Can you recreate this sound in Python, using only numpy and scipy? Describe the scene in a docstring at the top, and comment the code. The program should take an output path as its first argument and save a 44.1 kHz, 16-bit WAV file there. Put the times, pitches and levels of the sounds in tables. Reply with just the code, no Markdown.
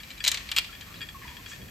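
"""A marble rattles down a thin plastic tube, runs along a chute and clacks into a tray of marbles.
Another circles in the funnel above, rolling softly and ticking against the wall.
Each contact is a crack plus ringing modes; rolling is a stream of tiny clicks from surface bumps.
Faint scuffs, a low rustle and room air lie beneath. Heard close by, with echoes off a tiled floor."""
import sys
import numpy as np
from scipy import signal
from scipy.fft import rfft, irfft, next_fast_len
from scipy.io import wavfile

SR = 44100
rng = np.random.default_rng(int(sys.argv[2]) if len(sys.argv) > 2 else 0)


def inscribe(sig):
    """Save sig as 16-bit PCM at rate SR to the path in sys.argv[1].

    A 1-D sig is mono; a 2-D sig holds one channel per row.
    Samples are clipped to [-1, 1] before scaling.
    """
    pcm = np.round(np.clip(np.atleast_2d(sig).T, -1, 1) * 32767)
    wavfile.write(sys.argv[1], SR, pcm.astype(np.int16))


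N = 74970

# Strong modes of tube and track. Each row: frequency in Hz, level in dB, t60 in seconds.
TUBE_MODES = [(1906, -17.5, .06), (2332, -9.5, 0.09), (2920, -16.5, 0.042), (3130, -11.5, 0.048),
              (3636, -14.5, 0.036), (4023, -3, 0.035), (8300, -18, 0.032)]
# Spectra of the dense weak modes. Each row: frequency in Hz, relative level in dB.
TUBE_WEAK_MODES = [(550, -15.5), (1200, -16.5), (2000, -4), (4000, 2.5), (5800, -5.5), (6500, -2),
                   (7400, -1.5), (10000, -12), (12300, -19), (14000, -10), (16000, -20)]
TRAY_WEAK_MODES = [(550, -28), (850, -11.5), (1600, -8.5), (2700, 3), (4500, 0.5), (6000, -12.5),
                   (8000, -7), (10000, -14.5), (12600, -17), (14200, -15), (16000, -25)]


def from_db(db):
    """Decibels to gain."""
    return 10 ** (np.asarray(db) / 20)


def pan(db):
    """Stereo gains, left louder by db."""
    return from_db([[db / 2], [-db / 2]])


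def envelope(points):
    """Gain per sample from (seconds, dB) points."""
    return from_db(np.interp(np.arange(N) / SR, *np.transpose(points)))


def at_hz(points, hz):
    """Interpolate a table over log frequency."""
    f, value = np.transpose(points)
    return np.interp(np.log(hz + 1e-9), np.log(f), value)


def cut(x, hz, kind, order=2):
    """Butterworth low-pass or high-pass."""
    return signal.sosfilt(signal.butter(order, hz, kind, fs=SR, output="sos"), x)


def add(track, start_s, sound):
    """Mix a sound in at start_s."""
    i = int(start_s * SR)
    track[i:i + len(sound)] += sound[:max(N - i, 0)]


def diffuse(pair, spectrum):
    """Two independent signals to one coloured stereo field, alike in the bass; rms 1."""
    # Each row: frequency in Hz, left-right coherence.
    coherence = [(50, 0.98), (130, 0.96), (290, 0.66), (700, 0.25), (1400, 0.083), (3000, 0.36),
                 (7000, 0.65), (9600, 1), (10800, 0.71), (15000, 0.51)]
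    hz = np.fft.rfftfreq(N, 1 / SR)
    mid, side = rfft(pair) * from_db(at_hz(spectrum, hz))
    alike = at_hz(coherence, hz)
    field = irfft(np.sqrt(1 + alike) * mid + np.sqrt(1 - alike) * side * [[1], [-1]], N)
    return field / np.sqrt(np.mean(field ** 2))


def rings(hz, t60_s, t):
    """One decaying sine per mode."""
    return np.sin(2 * np.pi * np.outer(hz, t)) * np.exp(-np.log(1000) * np.outer(1 / t60_s, t))


def struck(hits, modes, weak_modes, weak_db, weak_t60_s, crack_db, rise_s, treble_hz, pan_db):
    """Each contact cracks, then ringing spreads, its modes mixed anew by where it lands."""
    weak_count, crack_hz, low_cut_hz = 260, 3200, 616
    t = np.arange(SR // 5) / SR
    hz, db, t60_s = np.transpose(modes)
    weak_hz = 500 + (np.arange(weak_count) + rng.random(weak_count)) * 16000 / weak_count
    weak_gain = from_db(at_hz(weak_modes, weak_hz))
    weak_gain *= from_db(weak_db) / np.linalg.norm(weak_gain)
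    weak_rings = rings(weak_hz, weak_t60_s * (crack_hz / weak_hz) ** 0.43, t)  # high modes die faster
    crack = cut(cut(1. * (t == 0), crack_hz, "high"), crack_hz, "low", order=1)
    crack *= from_db(crack_db) / abs(crack).max()
    out = np.zeros(N)
    for start_s, level_db, treble_db in hits:
        detune = 1 + 0.016 * rng.uniform(-1.2, 1, len(hz))
        strong = (from_db(db) * rng.choice([-1, 1], len(hz))) @ rings(hz * detune, t60_s, t)
        weak = (weak_gain * rng.choice([-1, 1], weak_count)) @ weak_rings
        hit = crack + (strong + weak) * (1 - np.exp(-t / rise_s))
        hit += (from_db(treble_db) - 1) * cut(hit, treble_hz, "high", order=1)
        add(out, start_s, from_db(level_db) * hit)
    return cut(out, low_cut_hz, "high") * pan(pan_db)


def room_air(level_db=-48.5):
    """Steady rumble and hiss."""
    # Each row: frequency in Hz, relative level in dB.
    spectrum = [(20, -56), (30, -22), (42, 0), (60, 1.5), (110, -6.5), (200, -9), (400, -18.5), (800, -20),
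                (2000, -20.5), (5000, -26.5), (8700, -24.5), (10000, -28.5), (11500, -23.5), (14500, -24),
                (16000, -37)]
    return from_db(level_db) * diffuse(rng.standard_normal((2, N)), spectrum)


def low_rustle():
    """Soft low noise that comes and goes."""
    # Each row: time in seconds, level in dB.
    levels = [(0, -76), (.4, -58), (.47, -57), (.56, -63.5), (.85, -59.5), (.98, -47), (1.1, -55.5),
              (1.38, -52.5), (1.52, -58.5), (1.61, -44), (1.7, -49)]
    # Each row: frequency in Hz, relative level in dB.
    spectrum = [(25, -40), (70, -1), (140, -1.5), (300, -12), (600, -18.5), (2000, -56)]
    return envelope(levels) * diffuse(rng.standard_normal((2, N)), spectrum)


def rolling(bumps_per_s=1800, spread_db=1):
    """Marbles roll over tiny bumps, each a faint click in the plastic."""
    # Each row: time in seconds, level in dB.
    levels = [(0, -50.5), (.2, -50.5), (.33, -39), (.45, -46), (.56, -45), (.66, -50.5), (.78, -51),
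              (.96, -49.5), (1.15, -54.5), (1.29, -48), (1.4, -51), (1.52, -47.5), (1.7, -57.5)]
    # Each row: frequency in Hz, relative level in dB.
    spectrum = [(400, -10), (800, -17), (1100, -3), (1450, -7.5), (1800, 2), (2050, -2), (2380, 2.5),
                (2900, -2.5), (3320, -2.5), (3650, -6.5), (4500, -5), (6000, -12), (8000, -16.5),
                (16000, -56)]
    sizes = from_db(spread_db * np.minimum(rng.exponential(1, (2, N)), 4))
    signs = rng.choice([-1, 1], (2, N))
    bumps = sizes * signs * (rng.random((2, N)) < bumps_per_s / SR)
    return envelope(levels) * diffuse(bumps, spectrum) * pan(db=3.5)


def funnel_ticks():
    """The circling marble ticks against the funnel wall."""
    # Each row: start in seconds, level in dB, treble in dB.
    hits = [(.001, -42, 6.5), (.2033, -33.5, 7.5), (.7275, -37, -2), (.750, -36.5, 0.5), (.820, -37.5, -5),
            (.940, -39.5, 4), (1.007, -32, -24), (1.015, -34, 8), (1.027, -33, 4), (1.0872, -38, 8.5),
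            (1.278, -34, -25), (1.311, -40.5, -3), (1.3666, -40.5, 6.5), (1.46, -34, -1.5),
            (1.5162, -34, -7), (1.531, -35, -4.5), (1.616, -39, -17), (1.682, -41.5, -5)]
    # Each row: frequency in Hz, level in dB, t60 in seconds.
    modes = [(1715, -10, 0.078), (1830, -11.5, 0.12), (2280, -10.5, 0.046), (2428, -5, 0.044),
             (2760, -14, 0.053), (3317, -1, 0.059), (4620, -11.5, 0.069), (4840, -21, 0.043),
             (5270, -22, 0.051), (7600, -15.5, 0.034)]
    # Each row: frequency in Hz, relative level in dB.
    weak_modes = [(550, -29), (1400, -6), (2200, -7.5), (3400, -7), (6000, -27), (16000, -22)]
    return struck(hits, modes, weak_modes, weak_db=-3, weak_t60_s=0.028,
                  crack_db=-13, rise_s=0.0014, treble_hz=3500, pan_db=4.5)


def track_taps():
    """The running marble taps the track lightly."""
    # Each row: start in seconds, level in dB, treble in dB.
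    hits = [(.032, -33, -15), (0.1031, -30, -23), (.1125, -32, -24), (0.1772, -34.5, -27),
            (.8086, -33.5, -1)]
    return struck(hits, TUBE_MODES, TUBE_WEAK_MODES, weak_db=2, weak_t60_s=0.031,
                  crack_db=-12, rise_s=0.002, treble_hz=4970, pan_db=4)


def tube_rattle():
    """The marble rattles down the upright tube and bounces on to the chute."""
    # Each row: start in seconds, level in dB, treble in dB.
    hits = [(.2402, -24, 5), (.2485, -22, 2.5), (.2622, -20, -18), (.2682, -19.5, -28), (.2750, -22, -20),
            (.2775, -21.5, 11), (.2805, -18, 5), (.2882, -30, 12), (.3157, -24, 7.5), (.3436, -23.5, -1.5),
            (.3503, -35, -16), (.3725, -28, -22), (.3762, -32, -23)]
    return struck(hits, TUBE_MODES, TUBE_WEAK_MODES, weak_db=6.5, weak_t60_s=0.028,
                  crack_db=2, rise_s=0.00075, treble_hz=5760, pan_db=2.5)


def tray_knocks():
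    """The marble hops off the chute into the full tray, which rings."""
    # Each row: start in seconds, level in dB, treble in dB.
    hits = [(.4898, -30.5, -6), (.5154, -25.5, 7), (.5198, -25, -11), (.5641, -17, 4), (.5705, -27.5, 11),
            (.5782, -19, -3), (.5862, -21.5, 2.5), (.5922, -26.5, 4.5), (.6445, -32, -20)]
    # Each row: frequency in Hz, level in dB, t60 in seconds.
    modes = [(2390, -10, 0.088), (2986, -10.5, 0.033), (3124, -23, 0.035), (3290, -10, 0.049),
             (4260, -20, 0.034), (4660, -29, 0.026), (13700, -32, .02)]
    return struck(hits, modes, TRAY_WEAK_MODES, weak_db=6, weak_t60_s=0.026,
                  crack_db=0.5, rise_s=0.00079, treble_hz=5460, pan_db=1.2)


def marble_clacks():
    """Marble hits marble: hard contact, very short ring."""
    # Each row: start in seconds, level in dB, treble in dB.
    hits = [(.5849, -5, -3), (.8088, -31, -4)]
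    # Each row: frequency in Hz, level in dB, t60 in seconds.
    modes = [(2330, -10, 0.016), (3200, 0.5, 0.0078), (4840, -4.5, 0.0063), (13500, -9.5, .008)]
    return struck(hits, modes, TRAY_WEAK_MODES, weak_db=1, weak_t60_s=0.007,
                  crack_db=-6, rise_s=0.0004, treble_hz=5500, pan_db=0.4)


def scuffs(peak_share=0.26):
    """Faint rubs and hollow squeaks: noise in one resonance, swelling quickly and fading."""
    # Each row: start in seconds, length in seconds, pitch in Hz, bandwidth in Hz, level in dB.
    rubs = [(0.687, 0.031, 1360, 119, -54.5), (0.856, .11, 1200, 249, -56.5),
            (0.948, 0.073, 3810, 690, -55.5), (1.144, 0.028, 1080, 70, -45),
            (1.213, 0.024, 1107, 80, -51.5), (1.218, 0.035, 1880, 446, -49), (1.249, 0.039, 971, 90, -52),
            (1.27, 0.17, 974, 130, -58), (1.385, 0.028, 1060, 70, -58), (1.475, 0.086, 6700, 2560, -51.5)]
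    t, out = np.arange(SR // 3) / SR, np.zeros(N)
    for start_s, length_s, hz, width_hz, db in rubs:
        band = signal.butter(2, [hz - width_hz / 2, hz + width_hz / 2], "band", fs=SR, output="sos")
        noise = signal.sosfilt(band, rng.standard_normal(2 * len(t)))[len(t):]
        age = t / (peak_share * length_s)
        rub = noise * age * np.exp(-age)
        rms = np.sqrt(np.sum(rub ** 2) / (length_s * SR))
        add(out, start_s, from_db(db) * rub / rms)
    return out


def reflections(x, t60_s, level_db, top_hz, delay_s):
    """A decaying wash of echoes, different on each side."""
    t = np.arange(SR // 2) / SR
    echoes = cut(rng.standard_normal((2, len(t))), top_hz, "low", order=1)
    echoes *= np.exp(-np.log(1000) * t / t60_s) * (t > delay_s)
    echoes *= np.sqrt(2 * np.log(1000) / (t60_s * SR))
    return from_db(level_db) * signal.fftconvolve(x, echoes, axes=1)[:, :N]


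def scene():
    """The marble run, echoes from the floor and nearby parts, the room and its air."""
    run = tube_rattle() + track_taps() + tray_knocks() + marble_clacks() + funnel_ticks() + scuffs()
    near = reflections(run, t60_s=0.04, level_db=-5, top_hz=7560, delay_s=0.0025)
    room = reflections(run, t60_s=0.42, level_db=-10.5, top_hz=6160, delay_s=0.0047)
    return run + near + room + rolling() + room_air() + low_rustle()


def record(dry, cutoff_hz=16000):
    """Two microphone ports hear the treble out of step; the top is cut."""
    # Each row: frequency in Hz, phase lead of the left port in radians.
    port_phase = [(1500, .2), (3300, .65), (5800, -.7), (7200, -.1), (9400, -2.95), (10700, -3.3),
                  (11700, -6.1), (13800, -6.5), (14700, -9.3), (16000, -9.6)]
    size = next_fast_len(N + SR // 10)
    hz, radians = np.transpose(port_phase)
    lead_rad = np.interp(np.fft.rfftfreq(size, 1 / SR), np.r_[0, hz], np.r_[0, radians])
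    heard = irfft(rfft(dry, size) * np.exp(.5j * lead_rad * [[1], [-1]]), size)[:, :N]
    return signal.sosfilt(signal.ellip(10, .2, 80, cutoff_hz, fs=SR, output="sos"), heard)


dry = scene()
out = record(dry)
inscribe(out)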